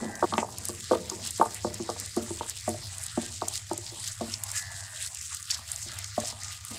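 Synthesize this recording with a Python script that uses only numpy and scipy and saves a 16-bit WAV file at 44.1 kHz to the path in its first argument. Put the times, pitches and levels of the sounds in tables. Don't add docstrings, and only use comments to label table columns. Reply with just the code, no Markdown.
import sys
import numpy as np
from scipy import signal
from scipy.fft import rfft, irfft
from scipy.io import wavfile
from scipy.ndimage import uniform_filter1d

SR = 44100
rng = np.random.default_rng(int(sys.argv[2]) if len(sys.argv) > 2 else 0)


def digitize_waveform(pressure):
    field = np.atleast_2d(pressure).T
    bounded = np.clip(field, -1, 1)
    quanta = np.round(bounded * 32767).astype(np.int16)
    wavfile.write(sys.argv[1], SR, quanta)


N = 298998

# [t/s, level/dB]
STEADY_CRUNCH = [(0, -43.5), (.5, -45.5), (.8, -41.5), (3.4, -41.5), (6.78, -40.5)]
# [crest t/s, swell level/dB, level/dB of the lull behind it],
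# both levels relative to the steady crunch
PUSHES = [(.05, -2.5, -5), (.24, 1, -1), (.39, 5.5, -6), (.68, 5, 0.5), (0.931, 4, -3), (1.1, 0, -5.5),
          (1.27, 8, 0), (1.55, 3, -1), (1.75, -1.5, -1), (2.01, 2, -3), (2.26, 1.5, -1), (2.5, 2.5, 2),
          (2.761, -1.5, -0.5), (3.04, 6, 0), (3.2, 2.5, -1.5), (3.559, 8.5, -7.5), (3.78, -3, 1),
          (4.08, 7.5, -5.5), (4.328, 4, -3), (4.574, 12, -2.5), (4.82, -1.5, -2.5), (5.042, 7.5, -3),
          (5.34, 5, -3), (5.546, 6.5, -6), (5.72, 5, 3), (6.003, 3, -3), (6.276, 4.5, -6), (6.53, 3, -5.5),
          (6.751, 2, 11)]
# [f/Hz, relative level/dB per Hz]
CRUNCH_SPECTRUM = [(1470, -35), (2500, -9.5), (4080, -2.5), (5150, 0), (5690, -3.5), (8020, 3),
                   (14700, -23), (16000, 1)]
# [t/s, relative peak level/dB, f/Hz]
CRACKS = [(0.1532, -22, 6470), (0.337, -15.5, 3700), (0.38, -12.5, 2190), (0.583, -15, 8300),
          (0.653, -11, 8100), (0.6849, -6.5, 9000), (1.098, -12.5, 6160), (1.251, -20, 8450),
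          (1.2726, -14, 7950), (1.3068, -14, 7760), (1.374, -24, 7850), (1.5447, -13.5, 8600),
          (1.742, -16.5, 7600), (1.8995, -19, 5600), (1.999, -16, 7900), (2.06, -18.5, 7840),
          (2.1637, -16.5, 8150), (2.496, -10.5, 7300), (2.6903, -16, 8500), (2.982, -14.5, 7840),
          (3.037, -14.5, 9100), (3.064, -14.5, 8160), (3.414, -22.5, 4000), (3.4825, -11, 7600),
          (3.7318, -16, 7340), (3.7773, -12, 8400), (3.864, -21, 4270), (4.0756, -14.5, 6400),
          (4.338, -13, 4700), (4.436, -9.5, 8500), (4.515, -13.5, 7700), (5.024, -16.5, 7840),
          (5.062, -15, 7200), (5.1468, -15.5, 7800), (5.212, -16.5, 6600), (5.346, -16.5, 7800),
          (5.427, -19.5, 7700), (5.502, -16, 4030), (5.506, -9.5, 6300), (5.5119, -8.5, 5300),
          (5.52, -26, 6750), (5.543, -16, 5500), (5.716, -12, 8600), (5.7598, -15.5, 7300),
          (5.987, -16, 7850), (6.043, -15, 5600), (6.2003, -16.5, 7160), (6.434, -18.5, 7200),
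          (6.65, -18.5, 8900)]
# [t/s, relative strength level/dB, lowest modes level/dB, low modes level/dB,
# upper modes level/dB, favoured f/Hz, share of the free ring time]
KNOCKS = [(0.022, -25.5, -4, -14, -44, 514, 0.86), (0.224, -7.5, -47, -24, -8.5, 525, 0.55),
          (0.238, -18, -22, -12.5, -12, 730, 0.98), (0.323, -16.5, -17, -27.5, -8.5, 746, 0.54),
          (0.337, -22.5, 0, -20, 3, 1160, 0.24), (0.378, -10.5, -10, -21, -8, 784, 0.48),
          (0.427, -6.5, -43, -44, -13.5, 820, 0.21), (0.689, -27, -13, -13.5, -14, 463, 0.84),
          (0.91, -5, -23.5, -23.5, -17, 504, 0.82), (0.932, -16, -40, -40, -1, 503, 0.29),
          (1.114, -34.5, -7, -3.5, -7, 900, 0.81), (1.396, -4.5, -15.5, -23, -24, 477, 0.27),
          (1.411, -2, -45, -42, -9.5, 780, 0.45), (1.645, -9, -12.5, -19, -14.5, 513, 0.36),
          (1.797, -30, 1, -5, -13.5, 418, 0.67), (1.89, -8.5, -31, -23, -13.5, 780, 0.35),
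          (2.166, -14.5, -9.5, -13.5, -19.5, 710, 0.76), (2.304, -22, -7, -9.5, -16.5, 960, 0.32),
          (2.408, -7, -33, -34, -16.5, 896, 0.24), (2.676, -15, -11, -18, -20, 694, 0.93),
          (3.173, -12.5, -7.5, -17, -19.5, 734, 0.5), (3.418, -14.5, -20.5, -22.5, -9.5, 700, 0.4),
          (3.711, -11.5, -17, -14.5, -13, 886, 0.23), (3.919, -37, -15, -13, -20, 460, 0.5),
          (4.208, -17, -10, -19, -19.5, 684, 0.66), (5.318, -55, -43, -51, 7.5, 1135, 0.72),
          (5.587, -42, -9, -42, 3, 650, 0.4), (5.858, -42.5, -3, -15.5, -25, 640, 0.5),
          (6.177, -10, -13.5, -30, -18.5, 676, 0.44), (6.324, -38, -5.5, -36, -4, 640, 0.44),
          (6.705, -40.5, 5, -15.5, -9, 610, 0.63)]
# [f/Hz, relative level/dB, free t60/s]
BOWL_MODES = [(225.5, 7.5, 0.17), (335, 2, 0.29), (359.8, 12.5, 0.14), (454.4, -3.5, 0.12),
              (504.3, -2, 0.1), (605, -7, 0.18), (654, 0, 0.075), (719, -6.5, 0.13), (823, 2.5, 0.071),
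              (922, 0, 0.13), (1129, 13, 0.035), (1233, -17, 0.36), (1477, -2, 0.038)]
# [t/s, rumble level/dB, rub level/dB]
ROLLING = [(0, -35, -43.5), (.15, -48, -49.5), (.55, -53.5, -55), (.8, -53.5, -58.5), (1.15, -46.5, -54),
           (1.5, -52, -55.5), (2.0, -50.5, -58), (2.55, -64, -60), (3.3, -62.5, -55.5), (4.4, -71, -58),
           (5.13, -75.5, -59.5), (5.22, -77, -79), (5.485, -74, -83), (5.505, -78, -61), (5.83, -74, -58),
           (5.9, -61.5, -58.5), (6.3, -69, -57.5), (6.68, -77, -76), (6.72, -48.5, -55.5)]
# [f/Hz, relative level/dB per Hz]
RUMBLE_SPECTRUM = [(170, 2), (230, 2.5), (330, -5), (450, -4), (560, -5.5)]
RUB_SPECTRUM = [(560, -11.5), (640, 3), (800, 3.5), (1000, 5.5)]
SCRAPE_SPECTRUM = [(1060, -13.5), (1170, 1), (1400, 2.5), (2000, 7), (2800, -3), (3600, -62)]
# [t/s, level/dB before its swell is evened]
HUM_LEVEL = [(0.0, -48), (1.6, -49.5), (1.66, -39.5), (1.81, -48.5), (2.32, -46), (2.53, -54),
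             (2.74, -39.5), (3.0, -48.5), (4.79, -46.5), (5.36, -68), (5.91, -45), (6.7, -51)]
# [f/Hz, relative level/dB per Hz]
SUBSOIL_SPECTRUM = [(35, -42), (75, 23.5), (135, 9), (170, 2.5)]
# [start t/s, end t/s, start level/dB, end level/dB, nominal start pulses/s, end pulses/s]
RASPS = [(-.05, 0.256, -49, -43.5, 98, 99), (2.886, 3.298, -59, -56.5, 110, 130),
         (4.528, 5.047, -43.5, -53.5, 97, 89)]
# [f/Hz, relative level/dB per Hz]
RASP_SPECTRUM = [(1580, -7), (1720, 16), (1830, -5), (1960, 15), (2100, -0.5)]

BUILD_S, BREAK_S = 0.04, 0.029
LULL_LAG_S, LULL_S = 0.095, 0.042
HARD_DB, SWING_S = -21, .21
LIFT_S, LIFT_DB = 0.096, -15.5
STOPPED_S = .255
SUBSOIL_DB = -54.5
RASP_FADE_S, RASP_SINK = 0.025, .93
STOP_BAND_HZ = 15700 * 1.03


def pushing():
    level_db, = in_time(STEADY_CRUNCH)
    for s, swell_db, lull_db in PUSHES:
        level_db = level_db + swell_db * bump(s, BUILD_S, BREAK_S)
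        level_db = level_db + lull_db * bump(s + LULL_LAG_S, LULL_S, LULL_S)
    return level_db


def crunch(level_db):
    sizes = amp(4.5 * np.minimum(rng.exponential(1, N), 3.0))
    born = rng.random(N) < 380 * amp(3 * drift(30)) / SR
    fade = np.exp(-1 / (.0007 * SR))
    splinters = signal.lfilter([1], [1, -fade], sizes * born) * rng.standard_normal(N)
    snap_rate = 1500 * amp(5.0 * drift(36))
    snaps = grains(snap_rate, 1.7, low_hz=2494, high_hz=16380, cycles=77, count=18)
    hiss = rng.standard_normal(N) * amp(1.94 * drift(130))
    mix = 0.57 * coloured(splinters, CRUNCH_SPECTRUM)
    mix = mix + 0.35 * coloured(snaps, CRUNCH_SPECTRUM)
    mix = mix + 0.68 * coloured(hiss, CRUNCH_SPECTRUM)
    return amp(level_db) * patchy(mix, 2040, 20300, patchy_db=3.0, count=7)


def cracks():
    out, ms = np.zeros(N + 2000), np.arange(2000) / SR * 1000
    draws = rng.standard_normal((len(CRACKS), 2, 2000))
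    for (s, peak_db, hz), (noise, lumps) in zip(CRACKS, draws):
        hold_ms = 1.2 + 3 * lumps[0] ** 2 / (1 + lumps[0] ** 2)
        decay = np.exp(-np.maximum(ms - hold_ms, 0) / .8)
        trail = .25 * np.exp(-ms * hz / 45000)
        shape = (1 - np.exp(-ms / .3)) * (decay + trail)
        drive = noise * shape * amp(18 * uniform_filter1d(lumps, size=30))
        burst = 0
        for share, wide in [(0.83, 1.215), (.22, 1.64)]:
            band = signal.butter(2, [hz / wide, hz * wide], "band", fs=SR, output="sos")
            burst = burst + share * signal.sosfilt(band, drive)
        out[round(s * SR):][:2000] += amp(peak_db - 5.0) * burst / np.abs(burst).max()
    return out[:N]


def knocks(rows):
    hz, level_db, t60 = np.transpose(BOWL_MODES)[:, :, None]
    out, t = np.zeros(N + SR), np.arange(SR // 3) / SR
    chance = rng.standard_normal((len(rows), 5, len(BOWL_MODES), 1))
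    rebounds = rng.random((len(rows), 2))
    for row, draws, late in zip(rows, chance, rebounds):
        s, strength_db, lowest_db, low_db, upper_db, favoured_hz, share = row
        scatter, detune, slip, *rattle = draws
        spot_db = np.select([hz < 280, hz < 420, hz > 750], [lowest_db, low_db, upper_db], -9)
        spot_db = spot_db + 8 * np.exp(-(np.log(hz / favoured_hz) / 0.13) ** 2)
        spot_db = spot_db + 1.5 * scatter
        phase = 2 * np.pi * hz * (1 + 0.012 * detune) * (t - .0015) + 1.3 * slip
        rings = amp(spot_db + level_db) * np.cos(phase) * 1000 ** (-t / (t60 * share))
        rise_s = 0.002 + 1.22 / hz - min(strength_db + 39.5, 0) * 0.00026
        cushion = np.sin(np.pi / 2 * np.clip(t / rise_s, 0, 1)) ** 2
        blow = amp(strength_db - 4.0) * cushion * rings
        touches = [(.0008, 0),
                   (0.012 + 0.01185 * late[0], -13 + 5 * rattle[0]),
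                   (0.04 + 0.033 * late[1], -19 + 5 * rattle[1])]
        for lag, gain_db in touches:
            out[round((s + lag) * SR):][:len(t)] += (amp(gain_db) * blow).sum(axis=0)
    out = signal.sosfilt(signal.butter(4, 160, "high", fs=SR, output="sos"), out[:N])
    air = rng.standard_normal(len(t)) * (1 - np.exp(-t / 0.00096))
    dull = signal.sosfilt(signal.butter(2, 600, fs=SR, output="sos"), air)
    wash = air * 1000 ** (-t / 0.15) + 0.41 * dull * 1000 ** (-t / 0.61)
    return out + amp(-39.0) * signal.fftconvolve(out, wash)[:N]


def lifting():
    s, strength_db = np.transpose(KNOCKS)[:2]
    landings = s[(strength_db > HARD_DB) & (np.diff(s, prepend=0) > SWING_S)]
    return LIFT_DB * sum(bump(landing - .015, LIFT_S, 0.0035) for landing in landings)


def rolling(rumble_db, rub_db, scrape_db):
    grit = grains(4000, 0.91, low_hz=165.7, high_hz=3370, cycles=11.9, count=18)
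    grit = patchy(grit, 126.5, 4120, patchy_db=3.5, count=8)
    bowl = sum(amp(6.4 * drift(2.5)) * rms_one(ring(grit, hz, t60 / 2)) for hz, _, t60 in BOWL_MODES)
    grit = grit + 0.45 * rms_one(bowl)
    rumble = amp(rumble_db) * coloured(grit, RUMBLE_SPECTRUM)
    rub = amp(rub_db) * coloured(grit, RUB_SPECTRUM)
    scrape = amp(scrape_db) * coloured(grit, SCRAPE_SPECTRUM)
    return rumble + rub + scrape


def hum(level_db):
    tone = rms_one(ring(ring(rng.standard_normal(N), 97.9, 0.28), 134.4, 0.045))
    tone = tone / np.sqrt(uniform_filter1d(tone ** 2, size=6000) + 0.17)
    subsoil = coloured(rng.standard_normal(N), SUBSOIL_SPECTRUM)
    return amp(level_db) * tone + amp(SUBSOIL_DB) * subsoil


def rasp():
    t, gain, per_s, sunk = np.arange(N) / SR, np.zeros(N), np.full(N, 95.0), np.zeros(N)
    for start, end, start_db, end_db, first, last in RASPS:
        along = np.clip((t - start) / (end - start), 0, 1)
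        edge = np.clip(np.minimum(t - start, end - t) / RASP_FADE_S, 0, 1)
        gain += amp(start_db + (end_db - start_db) * along) * edge
        per_s[edge > 0] = (first + (last - first) * along ** 2)[edge > 0]
        sunk[edge > 0] = along[edge > 0]
    cycles = np.cumsum(per_s * amp(0.11 * drift(9))) / SR
    pulses = np.diff(np.floor(cycles), prepend=0)
    drive = rms_one(pulses) + .45 * rng.standard_normal(N)
    high = coloured(drive, RASP_SPECTRUM)
    low = coloured(drive, np.multiply(RASP_SPECTRUM, [RASP_SINK, 1]))
    tone = (1 - sunk) * high + sunk * low
    return gain * patchy(tone, 1450, 2150, patchy_db=2.0, count=6)


def amp(db):
    return 10 ** (np.asarray(db) / 20)


def rms_one(x):
    return x / np.sqrt(np.mean(x ** 2) + 1e-20)


def in_time(rows):
    s, *columns = np.transpose(rows)
    return [np.interp(np.arange(N) / SR, s, c) for c in columns]


def bump(s, before_s, after_s):
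    t = np.arange(N) / SR - s
    return np.exp(-(t / np.where(t < 0, before_s, after_s)) ** 2)


def drift(rate):
    step = 16
    r = np.exp(-2 * np.pi * rate * step / SR)
    noise = rng.standard_normal((N + SR) // step + 2)
    slow = signal.lfilter([1], [1, -2 * r, r * r], noise)[SR // step:]
    return rms_one(np.interp(np.arange(N) / step, np.arange(len(slow)), slow))


def coloured(x, spectrum):
    hz, level_db = np.transpose(spectrum)
    grid = np.log(np.arange(1, N // 2 + 2) * SR / N)
    outside = np.maximum(np.log(hz[0]) - grid, 0) + np.maximum(grid - np.log(hz[-1]), 0)
    gain_db = np.interp(grid, np.log(hz), level_db) - 80 * outside
    return rms_one(irfft(rfft(x) * amp(gain_db), N))


def patchy(x, low_hz, high_hz, patchy_db, count):
    edges = np.geomspace(low_hz, high_hz, count + 1)
    out = 0
    for k, pair in enumerate(zip(edges, edges[1:])):
        band = signal.sosfilt(signal.butter(2, pair, "band", fs=SR, output="sos"), x)
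        out = out + band * amp(patchy_db * drift(9.7)) * (-1) ** k
    return rms_one(out)


def ring(clicks, hz, t60):
    r, w = 1000 ** (-1 / (t60 * SR)), 2 * np.pi * hz / SR
    return signal.lfilter([0, np.sin(w)], [1, -2 * r * np.cos(w), r * r], clicks + 1e-18)


def grains(per_s, spread_db, low_hz, high_hz, cycles, count):
    sizes = amp(spread_db * np.minimum(rng.exponential(1, N), 5)) * rng.choice([-1, 1], N)
    born, dealt = rng.random(N) < per_s / SR, rng.integers(0, count, N)
    out = 0
    for k, hz in enumerate(np.geomspace(low_hz, high_hz, count)):
        t60 = cycles / hz
        out = out + ring(sizes * born * (dealt == k), hz, t60) / np.sqrt(t60)
    return out


def scene():
    stop = np.clip((STOPPED_S - np.arange(N) / SR) / .003, 0, 1)
    early_blows = stop * knocks([k for k in KNOCKS if k[0] < STOPPED_S])
    blows = early_blows + knocks([k for k in KNOCKS if k[0] >= STOPPED_S])
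    crunch_db, lift_db = pushing(), lifting()
    rumble_db, rub_db = in_time(ROLLING)
    scrape_db = -55.5 + 0.65 * (crunch_db + 43.5) + 0.68 * np.maximum(rub_db + 54.5, 0)
    stone = rolling(rumble_db + lift_db, rub_db + lift_db, scrape_db)
    mix = crunch(crunch_db) + cracks() + blows + stone + hum(*in_time(HUM_LEVEL)) + rasp()
    return mix[None]


def record(dry):
    return signal.sosfilt(signal.cheby2(12, 60, STOP_BAND_HZ, fs=SR, output="sos"), dry)


dry = scene()
out = record(dry)
digitize_waveform(out)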